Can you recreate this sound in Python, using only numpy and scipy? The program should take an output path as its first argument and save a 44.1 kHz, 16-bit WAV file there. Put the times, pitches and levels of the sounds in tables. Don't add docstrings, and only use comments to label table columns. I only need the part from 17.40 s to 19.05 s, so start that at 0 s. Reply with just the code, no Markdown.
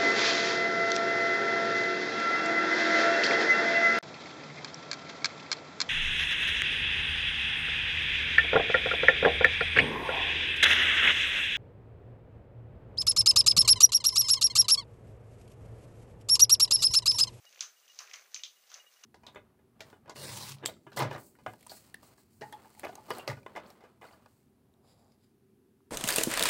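import sys
import numpy as np
from scipy import signal
from scipy.fft import rfft, irfft
from scipy.io import wavfile

SR = 44100
rng = np.random.default_rng(int(sys.argv[2]) if len(sys.argv) > 2 else 0)


def to_linear_factor(level_db):
    exponent = np.asarray(level_db, float) / 20
    return 10 ** exponent


def store_pcm(level_fs):
    pcm = np.round(np.clip(level_fs, -1, 1) * 32767).astype(np.int16)
    wavfile.write(sys.argv[1], SR, np.atleast_2d(pcm).T)


N = 72765
EDGE_HZ = 15380


def evened(x):
    return x / np.sqrt(np.mean(x ** 2) + 1e-20)


def read(points, hz):
    f, value = np.transpose(points)
    return np.interp(np.log(hz + 1), np.log(f + 1), value)


def add(mix, s, sound):
    part = mix[round(s * SR):][:len(sound)]
    part += sound[:len(part)]


def colour(x, spectrum):
    hz = np.fft.rfftfreq(len(x), 1 / SR)
    top_hz = min(spectrum[-1][0] * 1.03, EDGE_HZ)
    inside = (hz >= spectrum[0][0]) & (hz <= top_hz)
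    return evened(irfft(rfft(x) * to_linear_factor(read(spectrum, hz)) * inside, len(x)))


def causal(x, gain):
    n = np.arange(len(x))
    cepstrum = irfft(np.log(gain + 1e-5), len(x))
    fold = np.where(n < len(x) // 2, 2, 0) - (n == 0)
    return irfft(rfft(x) * np.exp(rfft(cepstrum * fold)), len(x))


# (frequency [Hz], level [dB per Hz])
LOW_HISS = [(5, 13), (50, -7), (110, -15), (230, 8), (295, -8.5), (380, 13.5), (420, 0.5)]
# (frequency [Hz], level [dB per Hz])
PREAMP_HISS = [(420, -7.5), (1200, -6), (3000, -6.5), (5200, -9), (6200, -7), (7800, -7.5), (12000, -11.5),
               (15000, -4.5)]
LOW_HISS_DB, PREAMP_HISS_DB = -92, -69


def hiss():
    low, high = rng.standard_normal((2, N))
    return to_linear_factor(LOW_HISS_DB) * colour(low, LOW_HISS) + to_linear_factor(PREAMP_HISS_DB) * colour(high, PREAMP_HISS)


def friction(curve, spectrum, per_s, spread_db):
    happens = rng.random(N) < per_s / SR
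    slips = to_linear_factor(spread_db * np.minimum(rng.exponential(1, N), 4)) * happens
    slips = signal.lfilter([1], [1, -.99], slips) * rng.standard_normal(N)
    s, db = np.transpose(curve)
    return colour(slips, spectrum) * to_linear_factor(np.interp(np.arange(N) / SR, s, db))


# (time [s], level [dB])
SCRAPE = [(0, -77), (.05, -72.5), (.19, -60), (.3, -74.5), (.46, -71), (.49, -65), (.58, -63.5),
          (.8, -64.5), (.9, -73.5), (.93, -65), (1.1, -74.5), (1.26, -71), (1.3, -60), (1.38, -62.5),
          (1.45, -81.5), (1.56, -67), (1.65, -71.5)]
# (frequency [Hz], level [dB])
PORT = [(900, -61), (2500, -13.5), (5400, -6.5), (6080, -2.5), (6900, -9.5), (8300, -27.5), (12000, -37.5),
        (15300, -47.5)]


def rods():
    return friction(SCRAPE, PORT, per_s=1000, spread_db=2)


# (time [s], level [dB])
RUB = [(0, -98), (.05, -66), (.09, -81), (.13, -63.5), (.3, -73), (.35, -77), (.55, -70.5), (.63, -63.5),
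       (.67, -62), (.82, -65), (.89, -73), (1.05, -67), (1.15, -84), (1.27, -74.5), (1.36, -61),
       (1.42, -67), (1.5, -75), (1.6, -72)]
# (frequency [Hz], level [dB per Hz])
RUB_COLOUR = [(300, -28), (400, -9.5), (600, -4.5), (1100, -5), (2200, -3.5), (4000, -15.5), (7000, -33.5)]


def cams():
    return friction(RUB, RUB_COLOUR, per_s=1100, spread_db=4)


# (delay [s], level [dB])
ECHOES = [
    (.004, -15),
    (.0065, -18),
    (.0175, -15),
    (.029, -18),
]
# (frequency [Hz], time to fall 60 dB [s])
ROOM = [(500, 0.22), (1500, .3), (3000, 0.23), (6000, 0.23), (10000, 0.24)]
ROOM_DB, ROOM_RISE_S = -2.5, 0.0031


def room(strike, noise):
    t = np.arange(len(noise)) / SR
    f, frame_s, z = signal.stft(noise[::-1], SR, nperseg=128)
    fade = to_linear_factor(-60 * frame_s / read(ROOM, f)[:, None])
    tail = signal.istft(z * fade, SR, nperseg=128)[1][:len(t)]
    tail = tail * (1 - np.exp(-t / ROOM_RISE_S))
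    tail = tail * np.minimum((t[-1] - t) / 0.022, 1)
    wet = to_linear_factor(ROOM_DB) * tail * np.linalg.norm(strike) / np.linalg.norm(tail)
    for s, echo_db in ECHOES:
        add(wet, s, to_linear_factor(echo_db) * strike)
    return wet


# (frequency [Hz], level [dB])
BOX = [(250, -41.5), (420, -18), (650, -12.5), (1050, -0.5), (1450, 0), (2200, -8.5), (4000, -21.5)]
BOX_LATE_DB = -6.5
STRIKE_S, WOOD_WIDTH_OCT, TRIM_DB = 0.0017, .3, -1.5
PIN_HZ, PIN_WIDTH_HZ, PIN_DB = 6280, 114, 10.5


def hit(db, wood_hz, wood_db, knock_db, wet_db=0):
    noise = rng.standard_normal(8192)
    t, hz = np.arange(len(noise)) / SR, np.fft.rfftfreq(len(noise), 1 / SR)
    strike = np.sign(noise) * t / STRIKE_S * np.exp(-(t / STRIKE_S) ** 2)
    strike = causal(strike, 1 / (abs(rfft(strike)) + 1))
    wet = room(strike, noise)

    octaves = np.log2((hz + 1) / wood_hz)
    wood = to_linear_factor(wood_db) / (1 + (octaves / WOOD_WIDTH_OCT) ** 2) ** 1.15
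    wood = wood / (1 + (hz / 7000) ** 8)
    pin = 1 + to_linear_factor(PIN_DB) / (1 + ((hz - PIN_HZ) / PIN_WIDTH_HZ) ** 2)
    low_cut = (hz / (hz + 900)) ** 6
    hard = to_linear_factor(read(PORT, hz)) ** 2 * pin * low_cut + wood ** 2
    box = to_linear_factor(knock_db + read(BOX, hz)) ** 2

    direct = causal(strike, np.sqrt(hard + to_linear_factor(BOX_LATE_DB) ** 2 * box))
    around = to_linear_factor(wet_db) * causal(wet, np.sqrt(hard + box))
    return to_linear_factor(db + TRIM_DB) / abs(direct).max() * (direct + around)


def play_hits(rows, *shares):
    out = np.zeros(N)
    for s, *row in rows:
        add(out, s, hit(*row, *shares))
    return out


TICK_KNOCK_DB = -17
# (time [s], peak level [dB], wood pitch [Hz], wood share [dB])
TICKS = [(0.0433, -56.5, 1780, 25), (0.0524, -45.5, 5150, -4), (0.0913, -50, 5100, -5),
         (0.126, -45.5, 2760, 1), (.159, -45, 2760, 4), (.175, -50, 2250, 23), (0.192, -40, 2960, 7),
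         (.479, -48, 2900, 11), (0.4865, -53, 2900, -19), (.5457, -51, 5200, -10), (0.555, -50.5, 5260, 10),
         (0.6546, -61, 1260, -6), (0.6741, -46.5, 2370, 26), (0.7119, -39, 2330, 8.5),
         (0.758, -38, 2070, -17), (.7952, -45.5, 2450, -8), (0.83, -55.5, 2000, 2),
         (0.862, -54, 2200, -2.5), (0.918, -50, 4380, -6), (.9367, -52, 1920, 12), (.961, -37.5, 2370, 18),
         (.9935, -42, 2320, 4), (1.2376, -56.5, 4460, 4), (1.27, -61, 3900, 8), (1.3492, -44.5, 2920, 17),
         (1.4003, -54.5, 1900, 11), (1.5687, -54, 1500, 3.5)]


def ticks():
    return play_hits(TICKS, TICK_KNOCK_DB, -7)


STEP_S, STEP_RISE_S, STEP_FADE_DB = 0.032, 0.0058, -14
MOTOR_HZ = 959.1
# (time [s], level [dB])
STEPS = [(0.064, -65), (.363, -75), (0.429, -77.5), (.497, -65), (.996, -65), (1.164, -76), (1.231, -79),
         (1.397, -64), (1.464, -67.5), (1.561, -75), (1.631, -66.5)]
# (multiple of the motor pitch, level [dB])
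MOTOR = [
    (2, -15),
    (3, 0.1),
    (4, -14),
    (6, -20),
]


def focus_motor():
    t, out = np.arange(0, STEP_S, 1 / SR), np.zeros(N)
    rise = np.minimum(t / STEP_RISE_S, 1)
    stop = np.minimum((STEP_S - t) / 0.0013, 1)
    shape = rise * to_linear_factor(STEP_FADE_DB * t / STEP_S) * stop
    whine = sum(to_linear_factor(db) * np.sin(2 * np.pi * k * MOTOR_HZ * t) for k, db in MOTOR)
    for s, db in STEPS:
        add(out, s - .002, to_linear_factor(db + 13) * shape * whine)
    return out


# (time [s], peak level [dB], wood pitch [Hz], wood share [dB], box knock share [dB])
CLACKS = [(.2069, -18, 3500, -18, -27), (.213, -35, 2470, 11, 3.5), (.226, -37.5, 1540, 2, 3),
          (.5889, -29, 4860, -8, -11), (.5905, -38.5, 2720, 19, -13), (.6046, -36.5, 2480, -17, 2.5),
          (.7355, -33.5, 2130, -9, -20), (.7395, -31, 2270, 0.5, -5.5), (.9443, -23.5, 3060, -13.5, -21),
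          (1.035, -23, 3520, -0.5, -26), (1.0386, -32.5, 2540, -7.5, -26), (1.3162, -40, 3530, -3.5, 2.5),
          (1.3411, -31.5, 3730, -23, -30), (1.637, -37, 2570, -11, -5.5)]


def clacks():
    return play_hits(CLACKS)


# (time [s], peak level [dB], wood pitch [Hz], wood share [dB])
BOUNCES = [(.2082, -24, 4100, -18), (0.2217, -33, 3040, 1), (0.2257, -35, 3100, 1),
           (0.5917, -30, 4650, -21), (.7330, -39.5, 2080, -4), (0.738, -35, 3200, -2),
           (0.944, -26.5, 4000, -8.5), (.9495, -49.5, 2960, -10), (1.0480, -34.5, 5100, 8),
           (1.3453, -41, 5230, 4), (1.6400, -41.5, 4000, -10)]


def bounces():
    return play_hits(BOUNCES, TICK_KNOCK_DB, -5.5)


def scene():
    machine = rods() + cams() + ticks() + clacks() + bounces()
    camera = hiss() + focus_motor()
    return (machine + camera)[None]


def low_pass(x):
    return signal.sosfilt(signal.butter(12, 16110, fs=SR, output="sos"), x)


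NOTCH_HZ, NOTCH_WIDTH_HZ, NOTCH_DEPTH = 910, 32.6, 0.93


def record(dry):
    hz = np.fft.rfftfreq(N, 1 / SR)
    dip = 1 - NOTCH_DEPTH / (1 + ((hz - NOTCH_HZ) / NOTCH_WIDTH_HZ) ** 2)
    edge = 1 / (1 + (hz / EDGE_HZ / 1.01) ** 200)
    mix = irfft(rfft(dry) * dip * edge, N)
    return low_pass(mix)


dry = scene()
out = record(dry)
store_pcm(out)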